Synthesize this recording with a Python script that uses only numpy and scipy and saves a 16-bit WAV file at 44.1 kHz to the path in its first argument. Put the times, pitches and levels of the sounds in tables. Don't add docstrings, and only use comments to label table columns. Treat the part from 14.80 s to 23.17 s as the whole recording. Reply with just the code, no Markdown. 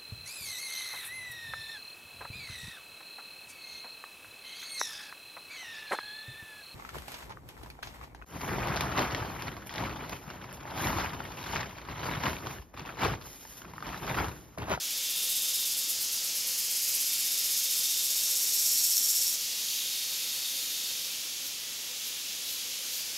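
import sys
import numpy as np
from scipy import signal
from scipy.fft import rfft, irfft, next_fast_len
from scipy.io import wavfile
from scipy.ndimage import map_coordinates

SR = 44100
rng = np.random.default_rng(int(sys.argv[2]) if len(sys.argv) > 2 else 0)


def dump_mix(stems):
    frames = np.atleast_2d(stems).T
    limited = np.clip(frames, -1, 1)
    pcm = np.round(limited * 32767).astype(np.int16)
    wavfile.write(sys.argv[1], SR, pcm)


N = 369116


# f/Hz, level/dB
SLACK_BODY = [(3000, -12), (5100, -13), (6700, -4.5), (7900, -7), (8450, -4), (9000, -7.5), (9700, -3),
              (10450, -6), (10950, 2), (11950, -2), (12600, -2), (13550, -9), (14250, -0.5), (15400, -13)]
TIGHT_BODY = [(2200, -51), (3800, -8.5), (4850, -13), (5700, -6), (6200, -8), (6900, -2), (7600, -6.5),
              (8200, -4), (9700, -15), (10400, -10), (11400, -2), (13000, -9), (14500, -7.5), (15700, -19)]

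def near_cicada(tighten_s=3.08, rest_tension=.094, stop_s=4.555, split_hz=7800):
    t = clock()
    tension = rest_tension + (1 - rest_tension) / (1 + np.exp((tighten_s - t) / .22))
    power = throbbing(tension)
    drum = tymbal(rate_hz=242 * (1 + .08 * wobble(30)), jitter_s=.0006, gap_s=.0009, uneven_db=1.5, ribs=4)
    buzz = echoes(scattered(drum, t60=.015, share=.65), spread_s=.015, echo_db=-5, count=30)
    slack = amp(1.56) * np.sqrt(1 - tension) * coloured(buzz, SLACK_BODY)
    tight = amp(3) * np.sqrt(tension) * coloured(buzz, TIGHT_BODY)
    body = slack + tight
    low = filtered(body, lambda hz: 1 / (1 + (hz / split_hz) ** 16))
    ring = ringing(rng.standard_normal(N), hz=5030 + 490 * tension, width_hz=400)
    abdomen = low + amp(-6 + 2 * tension) * ring
    window = SR // 16
    mean_power = signal.oaconvolve(power, np.ones(window) / window)[:N]
    steady_share = .83 - .58 * tension
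    lasting_power = np.abs(steady_share * mean_power + (1 - steady_share) * power)
    song = np.sqrt(power) * (body - low) + np.sqrt(lasting_power) * abdomen
    return song * amp(-700 * np.maximum(t - stop_s, 0))


# t/s, f/Hz
THROB_PACE = [(0, 16.0), (0.5, 15.06), (0.7, 17.08), (1.6, 17.4), (2.2, 16.43), (2.9, 14.91), (3.45, 15.37),
              (3.65, 18.14), (3.9, 15.48), (4.5, 16.68)]
# t/s, relative level/dB
THROB_EFFORT = [(0, -41), (0.2, -40.5), (0.4, -35.5), (0.75, -33.5), (1.1, -34), (1.5, -37), (1.75, -35),
                (2.15, -34), (3.2, -36), (3.7, -33), (4, -31), (4.4, -30.5), (4.5, -32), (4.57, -40)]
# centre t/s, half length/s, loss/dB
STUTTERS = [(1.34, .42, 16), (3.51, 0.25, 2)]

def throbbing(tension, first_s=.034, attack_s=.013, hold_s=.012):
    t, pace = clock(), curve(THROB_PACE)
    turns = np.cumsum(pace) / SR - pace[0] * first_s
    number = np.arange(int(turns[-1]))
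    starts = np.interp(number, turns, t)
    loss_db = np.zeros(len(starts))
    for centre, half, db in STUTTERS:
        every_other = (number - int(turns[int(centre * SR)])) % 2
        loss_db += db * np.exp(-((starts - centre) / half) ** 2) * every_other
    power, age = np.zeros(N + SR), t[:SR // 4]
    opening = np.minimum(age / attack_s, 1)
    for at, db in zip((starts * SR).astype(int), loss_db):
        decay_s = .02 + .019 * tension[at]
        dying = np.exp(-np.maximum(age - attack_s - hold_s, 0) / decay_s)
        power[at:at + len(age)] += amp(-db) ** 2 * opening * dying
    return power[:N] * amp(curve(THROB_EFFORT) + .25 * wobble(12)) ** 2


# start t/s, end t/s, level/dB
SECOND_CALLS = [(4.3, 6.58, -38.3), (6.5, 9.2, -53)]
# f/Hz, level/dB
SECOND_BODY = [(2500, -14), (4400, -1.5), (5000, -4), (5800, -16), (7000, -5), (8100, -15.5), (9000, -6.5),
               (10000, -10), (11300, -4), (12700, -5.5), (14500, -7), (15600, -19)]

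def second_cicada():
    drum = tymbal(rate_hz=322 * (1 - .003 * clock()), jitter_s=6e-6, gap_s=.00155, uneven_db=2, ribs=2)
    buzz = echoes(scattered(drum, t60=.08, share=.55), spread_s=.03, echo_db=-4, count=40)
    gain = calls(SECOND_CALLS, rise_s=1, fall_s=.78) * amp(.4 * wobble(25))
    return gain * coloured(buzz, SECOND_BODY)


# centre t/s, relative level/dB, half length/s
RASPS = [(4.63, -39, .025), (4.93, -38, .05), (6.66, -38, 0.024), (7.283, -36.5, .026), (7.72, -38.5, .045),
         (8.16, -37, .045)]
# f/Hz, level/dB
RASP_BODY = [(2500, -27), (4000, 5.5), (6500, -3), (9000, -3), (11000, -2), (12600, 4.5), (14500, -1),
             (15600, -7)]

def rasping_cicada():
    gain = sum(amp(db) * np.exp(-((clock() - centre) / half) ** 2 / 2) for centre, db, half in RASPS)
    drum = tymbal(rate_hz=260, jitter_s=.0004, gap_s=.001, uneven_db=4.5, ribs=3)
    return amp(-.5) * gain * coloured(scattered(drum, t60=.075, share=.7), RASP_BODY)


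# start t/s, end t/s, relative level/dB
WHINES = [(.05, 1.2, -43), (2.1, 3.9, -44), (4.85, 6.4, -46)]

def whining_cicada():
    rate_hz = 105 * (1 - .006 * clock() + .002 * wobble(12))
    drum = tymbal(rate_hz, jitter_s=.00003, gap_s=.001, uneven_db=2, ribs=1)
    buzz = echoes(scattered(drum, t60=.2, share=.55), spread_s=.05, echo_db=-3, count=50)
    return amp(-.5) * calls(WHINES, rise_s=.41, fall_s=.45) * ringing(buzz, hz=3646, width_hz=155)


# centre t/s, half length/s, rise/dB
DEEP_SWELLS = [(.15, .55, 2), (2.2, 0.5, 3.5), (3.9, .15, 1.5), (5.25, .4, 3.5), (8.4, .45, 3)]
MIDDLE_SWELLS = [(.5, 0.38, 3.3), (3.05, 0.66, 3), (4.98, 0.28, 3.5), (6.1, 0.61, 1.5), (7.6, 0.78, 2.5)]
# t/s, level/dB
SHRILL_LEVEL = [(0, -34.5), (1.6, -34.5), (3, -32), (4.6, -34.5), (6.2, -37), (6.85, -39.2), (7.15, -38.5),
                (8.37, -38)]
# f/Hz, level/dB
DEEP_SPECTRUM = [(700, -45.5), (1300, -15.5), (1800, -9.5), (2200, 1.5), (2700, 2), (3200, 1), (4200, -38)]
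MIDDLE_SPECTRUM = [(1900, -41.5), (2600, -4.5), (3000, -2), (3400, 1.5), (4000, -0.5), (4700, -10),
                   (5500, -14.5), (7500, -19.5)]
SHRILL_SPECTRUM = [(3000, -23), (4400, -2.5), (5500, -1), (6600, -1.5), (7400, -4.5), (8200, -9.5),
                   (9200, -9.5), (10500, -7), (11500, -8), (13000, -7), (14300, -12), (15500, -17)]

def far_chorus():
    deep = far_voices(rate_hz=230, sag_per_s=.05, wash=.5, count=20)
    middle = far_voices(rate_hz=290, sag_per_s=.025, wash=.58, count=26)
    shrill = far_voices(rate_hz=340, sag_per_s=.025, wash=.72, count=30)
    return (amp(-50 + swells(DEEP_SWELLS)) * coloured(deep, DEEP_SPECTRUM)
            + amp(-44 + swells(MIDDLE_SWELLS)) * coloured(middle, MIDDLE_SPECTRUM)
            + amp(curve(SHRILL_LEVEL) + .31 * wobble(22)) * coloured(shrill, SHRILL_SPECTRUM))


def far_voices(rate_hz, sag_per_s, wash, count):
    voices = np.zeros(N)
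    for k, (when, length, pitch, size) in enumerate(rng.random((count, 4))):
        length_s, click_hz = 1 + 1.5 * length, rate_hz * (.75 + .5 * pitch)
        centre_s = (k + when) / count * (N / SR + 1) - .5
        age = np.arange(int(length_s * click_hz)) / click_hz
        times = centre_s - length_s / 2 + age + sag_per_s * age ** 2 / 2
        sizes = amp(8 * size) * np.sin(np.pi * age / length_s)
        voices += clicks(times, sizes * (times > 0) * (times < N / SR))
    paths = rng.standard_normal(SR // 10) * amp(-60 * np.arange(SR // 10) / SR / .12)
    response = rfft(paths, SR // 2)
    smear = irfft(response / np.abs(response))[:SR // 10]
    voices = signal.oaconvolve(voices, smear)[:N]
    return np.sqrt(1 - wash) * unit(voices) + np.sqrt(wash) * rng.standard_normal(N)


# f/Hz, relative level/dB
AIR_SPECTRUM = [(13, -44), (22, -23), (59, -4.5), (118, -5.5), (235, -1), (311, -1), (399, -4), (511, -1),
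                (689, -5), (780, -3.5), (931, -5), (1500, -2.5), (1950, 0), (3300, -120)]

def air(hollow_hz=523, width_hz=42):
    f, db = np.transpose(AIR_SPECTRUM)
    rumble = filtered(rng.standard_normal(N), lambda hz: amp(np.interp(np.log(hz + 1), np.log(f), db)))
    hollow = filtered(rng.standard_normal(N), lambda hz: np.exp(-((hz - hollow_hz) / width_hz) ** 2 / 2))
    rumble_db = -55.5 + .48 * wobble(15)
    flutter = 1 + np.tanh(wobble(18))
    return amp(rumble_db) * unit(rumble) + amp(-68.5) * unit(hollow * flutter)


def tymbal(rate_hz, jitter_s, gap_s, uneven_db, ribs):
    turns = np.cumsum(rate_hz * (1 + .001 * wobble(5))) / SR
    pulls = np.interp(np.arange(1, int(turns[-1])), turns, clock())
    times = pulls[:, None] + gap_s * np.arange(ribs) + jitter_s * rng.standard_normal((len(pulls), ribs))
    sizes = amp(uneven_db * rng.standard_normal(times.shape) - 2 * np.arange(ribs))
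    return unit(clicks(times.ravel(), sizes.ravel()))


def scattered(x, t60, share):
    keep = amp(-120 / (t60 * SR))
    energy = np.abs(signal.lfilter([1 - keep], [1, -keep], x ** 2))
    return np.sqrt(1 - share) * x + np.sqrt(share * energy) * rng.standard_normal(N)


def echoes(x, spread_s, echo_db, count):
    delay, size = rng.random(count), rng.standard_normal(count)
    taps = np.bincount((delay * spread_s * SR).astype(int) + 8, amp(echo_db) * size / np.linalg.norm(size))
    taps[0] = 1
    return signal.oaconvolve(x, taps / np.linalg.norm(taps))[:N]


def ringing(x, hz, width_hz):
    turn = np.exp(2j * np.pi * np.cumsum(hz * np.ones(N)) / SR)
    return unit(np.real(signal.lfilter(*signal.butter(2, width_hz / SR), x / turn) * turn))


def calls(rows, rise_s, fall_s):
    t, gain = clock(), np.zeros(N)
    for start, end, db in rows:
        ramp = np.clip(np.minimum((t - start) / rise_s, (end - t) / fall_s), 0, 1)
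        gain += amp(db) * np.sin(np.pi / 2 * ramp)
    return gain


def swells(rows):
    return sum(db * np.exp(-((clock() - centre) / half) ** 2) for centre, half, db in rows)


def clicks(times, sizes):
    at = np.clip(times * SR, 0, N - 2)
    i = at.astype(int)
    return np.bincount(i, sizes * (1 - at + i), N) + np.bincount(i + 1, sizes * (at - i), N)


def coloured(x, points, size=2048):
    f, db = np.transpose(points)
    log_hz = np.log(np.fft.rfftfreq(size, 1 / SR) + 1)
    gain = amp(np.interp(log_hz, np.log(np.r_[f[0] / 2, f]), np.r_[db[0] - 20, db]))
    cepstrum = irfft(np.log(gain))
    cepstrum[1:size // 2] *= 2
    cepstrum[size // 2 + 1:] = 0
    return unit(signal.oaconvolve(x, irfft(np.exp(rfft(cepstrum))))[:N])


def filtered(x, response):
    size = next_fast_len(N + SR // 2)
    return irfft(rfft(x, size) * response(np.fft.rfftfreq(size, 1 / SR)), size)[:N]


def wobble(rate):
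    return map_coordinates(rng.standard_normal(int(N * rate / SR) + 4), [np.arange(N) * rate / SR])


def curve(rows):
    return np.interp(clock(), *np.transpose(rows))


def clock():
    return np.arange(N) / SR


def amp(db):
    return 10 ** (np.asarray(db) / 20)


def unit(x):
    return x / np.sqrt(np.mean(x ** 2) + 1e-20)


def scene():
    mono = near_cicada() + second_cicada() + rasping_cicada() + whining_cicada() + far_chorus() + air()
    return np.array([mono, mono])


def record(dry, whistle_hz=15682, top_hz=15780):
    whistle = amp(-66) * unit(np.sin(2 * np.pi * whistle_hz * clock()))
    return np.array([filtered(side + whistle, lambda hz: hz < top_hz) for side in dry])


dry = scene()
out = record(dry)
dump_mix(out)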